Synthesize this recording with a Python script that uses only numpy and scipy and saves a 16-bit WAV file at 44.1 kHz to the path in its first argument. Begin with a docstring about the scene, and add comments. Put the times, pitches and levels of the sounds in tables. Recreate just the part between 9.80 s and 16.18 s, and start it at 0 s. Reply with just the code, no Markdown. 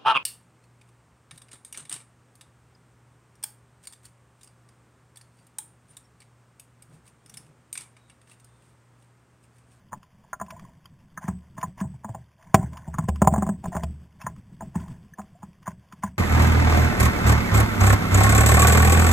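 """A plastic kayak on a light chop, heard close and in mono from a camera microphone fixed to the deck.
A light wind rumbles over the wash of the sea. From the start wavelets slap the hollow hull, which knocks,
thumps and booms; water trickles and bubbles, and the angler's tackle clicks on the shell. At 2.7 s a fish
swung aboard lands hard and thrashes until about 4 s; then wavelets and tackle carry on. The camera's
coarse sampling adds a gritty sheen to every knock."""
import sys
import numpy as np
from scipy import signal
from scipy.fft import rfft, irfft
from scipy.io import wavfile

SR = 44100
rng = np.random.default_rng(int(sys.argv[2]) if len(sys.argv) > 2 else 0)


def transcribe(u):
    """Save the signal u as a 16-bit wav file named by the first command-line argument.

    u: samples, shape (n,) or (channels, n), limited to [-1, 1]; the rate is SR.
    q: integer samples, one column per channel.
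    """
    v = np.clip(np.atleast_2d(u).T, -1, 1)
    q = np.round(v * 32767).astype(np.int16)
    wavfile.write(sys.argv[1], SR, q)


N = 281358

# Wavelets slapping under the hull. Each row: start in seconds, knock level in dB, knock centre in Hz,
# thump level in dB, panel pitch in Hz.
WAVELET_SLAPS = [(.121, -34, 1024, -41, 178), (0.1301, -24, 1020, -49, 178),
                 (0.5297, -20.5, 1283, -60, 178), (0.599, -29, 1193, -42, 180), (.612, -21, 1007, -33, 195),
                 (1.374, -24.5, 1397, -37.5, 166), (1.439, -34.5, 1055, -29.5, 163),
                 (1.4802, -24, 1060, -17.5, 179.7), (1.779, -27.5, 1045, -32, 164),
                 (1.829, -18, 1100, -57, 180), (1.835, -23.5, 910, -28.5, 174.7),
                 (2.009, -26, 1110, -20.5, 190.5), (2.046, -64, 830, -25.5, 145),
                 (2.143, -55, 830, -40, 119), (2.2445, -25, 950, -32.5, 212),
                 (2.291, -31.5, 760, -26.5, 116), (2.346, -26, 770, -32.5, 154),
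                 (3.141, -28, 1305, -28, 129), (3.184, -17.5, 1060, -17.5, 157.4),
                 (3.233, -49, 1000, -24, 126), (4.439, -44.5, 1060, -30, 131.5),
                 (4.4649, -18.5, 1030, -31.5, 158), (4.807, -27, 946, -43.5, 210),
                 (4.821, -29, 714, -34, 204), (4.954, -26, 930, -16.5, 174.2),
                 (5.3839, -29.5, 933, -32.5, 202.5), (5.3938, -26, 828, -56, 205.6),
                 (5.629, -31, 921, -34.5, 183), (5.867, -28, 1140, -52.5, 180),
                 (5.875, -22, 1010, -27.5, 177.2), (6.128, -47.5, 1180, -38.5, 177.4),
                 (6.234, -16, 1020, -23.5, 191)]
# The colour of splashes and glancing touches on the shell. Each row: frequency in Hz, density in dB.
SHELL_COLOUR = [(200, -23.5), (380, -13), (490, -15), (630, 2), (780, -1.5), (900, 3.5), (1040, 6.5),
                (1250, -20), (1400, -5), (1700, 0.5), (2100, -2.5), (2600, -15), (3600, -10.5)]
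# The fish landing and thrashing on deck. Each row: start in seconds, knock level in dB, crack in dB
# relative to that, thump level in dB, panel pitch in Hz, boom level in dB.
FISH_FLAPS = [(2.743, 0, -18.5, -0.5, 168.1, -29), (2.83, -32, -34, -28, 171, -27.5),
              (3.077, -39, -15, -26.5, 159, -31.5), (3.285, -17.5, -18.5, -18, 179, -19),
              (3.418, -8, -29.5, -7.5, 190, -22.5), (3.444, -21.5, -29, -36, 170, -48),
              (3.472, -2, -31.5, -9, 154.4, -30.5), (3.523, -28, -25, -17.5, 213, -26),
              (3.538, -13, -50, -38, 190, -45), (3.559, -19.5, -48, -45, 189, -55),
              (3.579, -23.5, -29, -13.5, 193, -39), (3.623, -16, -34, -16.5, 189, -52),
              (3.666, -23.5, -28, -24.5, 177, -59), (3.69, -21.5, -29, -15, 196, -55),
              (3.84, -27, -20, -30.5, 194, -58.5), (3.856, -23.5, -46, -36, 180, -50),
              (3.921, -32.5, -33, -42, 175, -49), (3.95, -21.5, -35, -24.5, 171, -30),
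              (3.966, -20, -24.5, -23.5, 166, -41), (4.033, -24, -12.5, -25.5, 158.3, -27)]


def from_db(db):
    """Decibels to gain."""
    return 10 ** (np.asarray(db) / 20)


def rms_one(x):
    """Scale to rms 1."""
    return x / np.sqrt(np.mean(x ** 2) + 1e-20)


def add(track, s, sound):
    """Mix a sound into a track from s seconds on."""
    at = max(round(s * SR), 0)
    track[at:at + len(sound)] += sound[:max(N - at, 0)]


def colour(x, points):
    """Shape a steady signal by a spectrum of (Hz, dB) points; rms 1."""
    hz, db = np.transpose(points)
    bins = np.maximum(np.fft.rfftfreq(len(x), 1 / SR), 1)
    return rms_one(irfft(rfft(x) * from_db(np.interp(np.log(bins), np.log(hz), db)), len(x)))


def focus(points, centre_hz, tilt_db):
    """Tilt a spectrum down on both sides of a centre, by tilt_db one octave off."""
    hz, db = np.transpose(points)
    return np.column_stack([hz, db - tilt_db * np.abs(np.log2(hz / centre_hz)) ** 1.3])


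def band(x, low_hz, high_hz):
    """Causal band-pass."""
    return signal.sosfilt(signal.butter(2, [low_hz, high_hz], "band", fs=SR, output="sos"), x)


def resonance(x, hz, width_hz):
    """Two-pole resonance with gain 1 at its peak."""
    r = np.exp(-np.pi * width_hz / SR)
    poles = [1, -2 * r * np.cos(2 * np.pi * hz / SR), r * r]
    return signal.lfilter(np.array([1, 0, -1]) * (1 - r * r) / 2, poles, x + 1e-18)


def drift(per_s):
    """A random wander of rms 1."""
    steps = rng.standard_normal(int(per_s * N / SR) + 2)
    return rms_one(np.interp(np.arange(N) * per_s / SR, np.arange(len(steps)), steps))


def swell(t, rise_s, t60, hold_s=0):
    """A smooth rise to 1, a hold, then a decay of 60 dB in t60 seconds."""
    rise = np.sin(np.pi / 2 * np.minimum(t / rise_s, 1)) ** 2
    return rise * from_db(-60 * np.maximum(t - rise_s - hold_s, 0) / t60)


def burst(noise, envelope):
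    """A signal under an envelope, as strong as a sine under it would be."""
    x = noise * envelope
    return x * np.sqrt(np.sum(envelope ** 2) / (2 * np.sum(x ** 2)))


def droplets(per_s, spread_db, cycles, pitches=18):
    """Small bubbles burst at random, each ringing a few cycles at one of a set of pitches."""
    sizes = from_db(spread_db * np.minimum(rng.exponential(1, N), 4)) * rng.choice([-1, 1], N)
    pops = sizes * (rng.random(N) < per_s / SR)
    pitch_index = rng.integers(0, pitches, N)
    return rms_one(sum(resonance(pops * (pitch_index == k), hz, hz / cycles) / np.sqrt(hz)
                       for k, hz in enumerate(np.geomspace(550, 3600, pitches))))


def rumble_and_sea(lump_db=4.5, ripple_db=1.5):
    """A lumpy low rumble, the even wash of open water and a faint, steady patter of tiny droplets."""
    # The level of the low rumble: light wind, swelling with the hull's booming after heavy blows.
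    # Each row: time in seconds, level in dB.
    rumble_levels = [(0, -58), (.2, -55), (.45, -56), (.75, -48.5), (1.002, -54.5), (1.3, -57), (2.15, -51),
                     (2.5, -62.5), (3.1, -46.5), (4.102, -41.5), (4.35, -50), (4.55, -47), (4.72, -52),
                     (4.949, -37.5), (5.298, -54), (6.38, -56.5)]
    # The colour of the rumble. Each row: frequency in Hz, density in dB.
    rumble_colour = [(20, -3.5), (40, -6), (80, -0.5), (130, 3.5), (185, 2.5), (250, -8.5), (400, -20.5),
                     (600, -37)]
    # The colour of the sea's wash. Each row: frequency in Hz, density in dB.
    wash_colour = [(200, -7), (400, -0.5), (680, 1.5), (850, -2.5), (1010, 4.5), (1300, -7.5), (1700, -3),
                   (2500, -10), (3300, -7), (3700, -10)]
    rumble_db = np.interp(np.arange(N) / SR, *np.transpose(rumble_levels)) - 1.5
    white = rng.standard_normal((2, N))
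    rumble = from_db(rumble_db + lump_db * drift(per_s=34)) * colour(white[0], rumble_colour)
    wash = from_db(-64 + ripple_db * drift(per_s=34)) * colour(white[1], wash_colour)
    patter = from_db(-76) * droplets(per_s=84, spread_db=-4.5, cycles=14)
    return rumble + wash + patter


def contacts(fish_hz=770, tackle_hz=1156):
    """Wavelets, fish and tackle all strike the shell."""
    # Hard tackle clicking against the shell. Each row: start in seconds, level in dB.
    tackle_clicks = [(0.23, -45), (0.663, -46), (.705, -32), (0.795, -40), (1.056, -43.5), (1.8125, -35),
                     (2.002, -35), (2.627, -50), (2.932, -40.5), (2.971, -35.5), (3.358, -36), (4.415, -34),
                     (4.563, -49.5), (5.001, -42), (5.08, -43), (5.415, -43.5), (5.828, -46), (6.124, -36)]
    # Each row: start in seconds, level in dB, centre in Hz, relative crack in dB, heft in dB.
    return ([(s, db, hz, (thump_db - db) / 2 - 27, thump_db) for s, db, hz, thump_db, _ in WAVELET_SLAPS]
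            + [(s, db, fish_hz, crack_db, thump_db) for s, db, crack_db, thump_db, _, _ in FISH_FLAPS]
            + [(s, db, tackle_hz, -5, db) for s, db in tackle_clicks])


def shell_knocks(rise_s=0.00092, glide=0.14, glide_s=0.0041, damping_s=0.0074, touch_s=0.012):
    """Each knock on the plastic: a light first touch, a sagging ring, the modes around it and a crack."""
    # Short modes of the plastic shell. Each row: frequency in Hz, level in dB.
    shell_modes = [(430, -5), (520, -7.5), (615, -2.5), (690, -4.5), (775, -2), (860, -2), (1015, 4.5),
                   (1120, -0.5), (1270, -2.5), (1395, -1.5), (1530, -6), (1650, 3), (1790, 2.5),
                   (1965, -11), (2120, -3.5)]
    t, out = np.arange(SR // 8) / SR, np.zeros(N)
    rows = contacts()
    white = rng.standard_normal((len(rows), 3, len(t)))
    for (s, db, hz, crack_db, heft_db), (chance, grit, brush) in zip(rows, white):
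        # a heavy blow presses on for longer, wakes a wider range of modes and dies faster
        weight = np.clip(2 + db / 19.5, 0, 1)
        tilt_db, hold_s = 22 - 11 * weight, 0.0057 * weight
        t60 = 0.051 * 2 ** ((-28 - db) / 57)
        envelope = swell(t, rise_s, t60, hold_s) + from_db(-29.5) * swell(t, rise_s, t60=0.14)
        # the pitch sags through its centre as the contact spreads
        ring_hz = hz * (1 + glide * (2 * np.exp(-t / glide_s) - 1))
        ring = np.sin(2 * np.pi * np.cumsum(ring_hz) / SR)
        # each place of contact gives the modes strengths and phases of its own; high modes die first
        mode_hz, mode_db = focus(shell_modes, hz, tilt_db).T
        strength, phase = chance[:2 * len(mode_hz)].reshape(2, -1)
        fading = np.exp(-np.maximum(mode_hz[:, None] / hz - 1, 0) * t / damping_s)
        partials = fading * np.sin(2 * np.pi * (mode_hz[:, None] * t + phase[:, None]))
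        modes = from_db(mode_db + 3 * strength) @ partials
        shell = burst(rms_one(modes) + from_db(5.5) * (1 - weight) * rms_one(ring), envelope)
        crack = burst(band(grit, 990, 3400), swell(t, rise_s=0.00067, t60=0.034, hold_s=hold_s))
        add(out, s, from_db(db) * (from_db(-5) * shell + from_db(crack_db) * crack))
        # the mass brushes the hull just before it lands
        touch_db = min(heft_db - 14, -40.5)
        touch = burst(colour(brush, focus(SHELL_COLOUR, hz, tilt_db)), swell(t, touch_s, t60))
        add(out, s - touch_s, from_db(touch_db) * touch)
    return out


def flexes(lag_s=0.003):
    """A panel gives just after a slap, swinging longer for a strong one; the fish's weight damps it."""
    # Each row: start in seconds, level in dB, panel pitch in Hz, t60 in seconds, boom level in dB.
    slaps = [(s + lag_s, db, hz, 0.092 * 2 ** ((db + 29.5) / 21.5), db - 18)
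             for s, _, _, db, hz in WAVELET_SLAPS]
    flaps = [(s, db, hz, min(0.024 * 2 ** (-db / 9), 0.1), boom_db)
             for s, _, _, db, hz, boom_db in FISH_FLAPS]
    return slaps + flaps


def thumps_and_boom(boom_hz=74.26, thud_band_hz=(70, 240), low_cut_hz=57):
    """A struck panel swings for a few cycles; the whole hollow hull booms on below it. Returns both."""
    t, panels, boom = np.arange(SR) / SR, np.zeros(N), np.zeros(N)
    for s, db, hz, t60, boom_db in flexes():
        envelope = swell(t, rise_s=0.0036, t60=t60)
        swing = np.sin(2 * np.pi * hz * t) * envelope
        low_noise = band(rng.standard_normal(len(t)), *thud_band_hz)
        thud = band(burst(low_noise, envelope), *thud_band_hz)
        add(panels, s, from_db(db) * (swing + from_db(-10.5) * thud))
        hollow = np.sin(2 * np.pi * boom_hz * t) * swell(t, rise_s=0.011, t60=0.56)
        add(boom, s, from_db(boom_db) * hollow)
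    # the panels' thumps carry no deep bass below about 57 Hz
    return signal.sosfilt(signal.butter(2, low_cut_hz, "high", fs=SR, output="sos"), panels), boom


def hull_ring(blows, split_hz=420, build_s=0.012):
    """Every blow leaves the hull ringing: a few clear modes and a dense tail whose lows last longest."""
    # Long modes of the hull. Each row: frequency in Hz, width in Hz, gain in dB.
    hull_modes = [(102, 20, -17), (122, 6.6, -8.5), (144, 8, -11), (186, 3.4, -16.5), (184.3, 7.3, -4.5),
                  (210, 24, -6), (259.9, 3.1, -20), (383, 9.1, 6.5), (652, 16, 2), (1020, 39, -19.5)]
    # The colour of the hull's dense after-ring. Each row: frequency in Hz, density in dB.
    tail_colour = [(50, -23.5), (110, 6.5), (190, -4.5), (300, -6), (450, -5), (680, -2.5), (1020, -32),
                   (1300, -22), (2200, -31), (3600, -24.5)]
    t = np.arange(SR) / SR
    dense = colour(rng.standard_normal(len(t)), tail_colour)
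    tail = band(dense, 27, split_hz) * swell(t, build_s, t60=0.41)
    tail += band(dense, split_hz, 3500) * swell(t, build_s, t60=0.26)
    tail /= np.sqrt(np.mean(np.abs(rfft(tail)[100:1100]) ** 2))   # rms gain 1 from 100 to 1100 Hz
    modes = sum(from_db(db) * resonance(blows, hz, width) for hz, width, db in hull_modes)
    return modes + from_db(-12.5) * signal.fftconvolve(blows, tail)[:N]


def splashes(slap_splash_s=0.084, slap_splash_hz=1180):
    """Trickles, and a splash at each slap: droplets bursting against the shell, fine spray above."""
    # Water splashing and running off the hull. Each row: start in seconds, length in seconds,
    # level in dB, centre in Hz.
    trickles = [(.438, 0.02, -53, 880), (.65, 0.39, -56.5, 875), (1.409, 0.12, -45.5, 1220),
                (1.764, 0.12, -50.5, 1260), (1.974, 0.066, -42, 1360), (2.568, 0.42, -59, 1285),
                (2.752, 0.16, -45.5, 1154), (2.915, 0.27, -50, 890), (3.5, 0.28, -43.5, 730),
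                (3.915, 0.14, -39.5, 850), (4.391, 0.13, -53, 1445), (4.935, 0.27, -50.5, 1080),
                (5.855, 0.078, -45.5, 1400), (6.221, 0.083, -43.5, 1400)]
    slap_splashes = [(s, slap_splash_s, (db + thump_db) / 2 - 33.5, slap_splash_hz)
                     for s, db, _, thump_db, _ in WAVELET_SLAPS]
    out = np.zeros(N)
    water = droplets(per_s=2400, spread_db=5, cycles=12) + 0.77 * rng.standard_normal(N)
    spray = rms_one(band(droplets(per_s=1300, spread_db=3, cycles=4), 2000, 4100))
    for s, length, db, hz in list(trickles) + slap_splashes:
        at = int(s * SR)
        t = np.arange(min(int(length * SR), N - at)) / SR
        drops = colour(water[at:at + len(t)], focus(SHELL_COLOUR, hz, tilt_db=4))
        # shallow, high splashes throw more spray than deep ones
        crackle = from_db(-22) * (hz / 1200) ** 3 * spray[at:at + len(t)]
        envelope = np.interp(t, [0, 0.12 * length, length], [0, 1, 0])
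        add(out, s, from_db(db) * (drops + crackle) * envelope)
    return out


def bubbles_and_ping(climb_per_s=1.9):
    """A bubble rings and climbs in pitch as it nears the surface; one tackle click pings the same way."""
    # Single bubbles, and the brief high ping of a tackle click at 1.055 s.
    # Each row: start in seconds, peak in dB, first pitch in Hz, t60 in seconds.
    rings = [(0.681, -41, 994, .054), (.722, -41, 621, 0.13), (0.763, -40, 968, 0.058),
             (0.848, -44.5, 1020, 0.052), (1.055, -42, 3110, .015), (4.411, -46.5, 2530, 0.071),
             (5.335, -39, 1690, .025), (5.55, -49.5, 670, 0.12)]
    t, out = np.arange(SR // 6) / SR, np.zeros(N)
    for s, db, hz, t60 in rings:
        chirp = np.sin(2 * np.pi * hz * t * (1 + climb_per_s * t))
        add(out, s, from_db(db) * chirp * swell(t, rise_s=0.004, t60=t60))
    return out


def scene():
    """What reaches the deck microphone: blows, the ringing hull and the sea, alike in both channels."""
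    panels, boom = thumps_and_boom()
    blows = shell_knocks() + panels + splashes()
    return np.tile(blows + hull_ring(blows) + boom + bubbles_and_ping() + rumble_and_sea(), (2, 1))


def record(dry, sampling_hz=8000, input_cutoff_hz=3780, output_cutoff_hz=15700):
    """The camera overloads on loud peaks and holds each coarse sample, mirroring sound into the treble."""
    narrow = signal.sosfiltfilt(signal.butter(10, input_cutoff_hz, fs=SR, output="sos"), dry)
    coarse = np.clip(signal.resample_poly(narrow, sampling_hz, SR, axis=1), -.87, .87)
    steps = np.repeat(coarse, 12, axis=1)
    held = signal.resample_poly(steps, SR, 12 * sampling_hz, axis=1)[:, :N]
    return signal.sosfiltfilt(signal.ellip(8, .1, 50, output_cutoff_hz, fs=SR, output="sos"), held)


dry = scene()
out = record(dry)
transcribe(out)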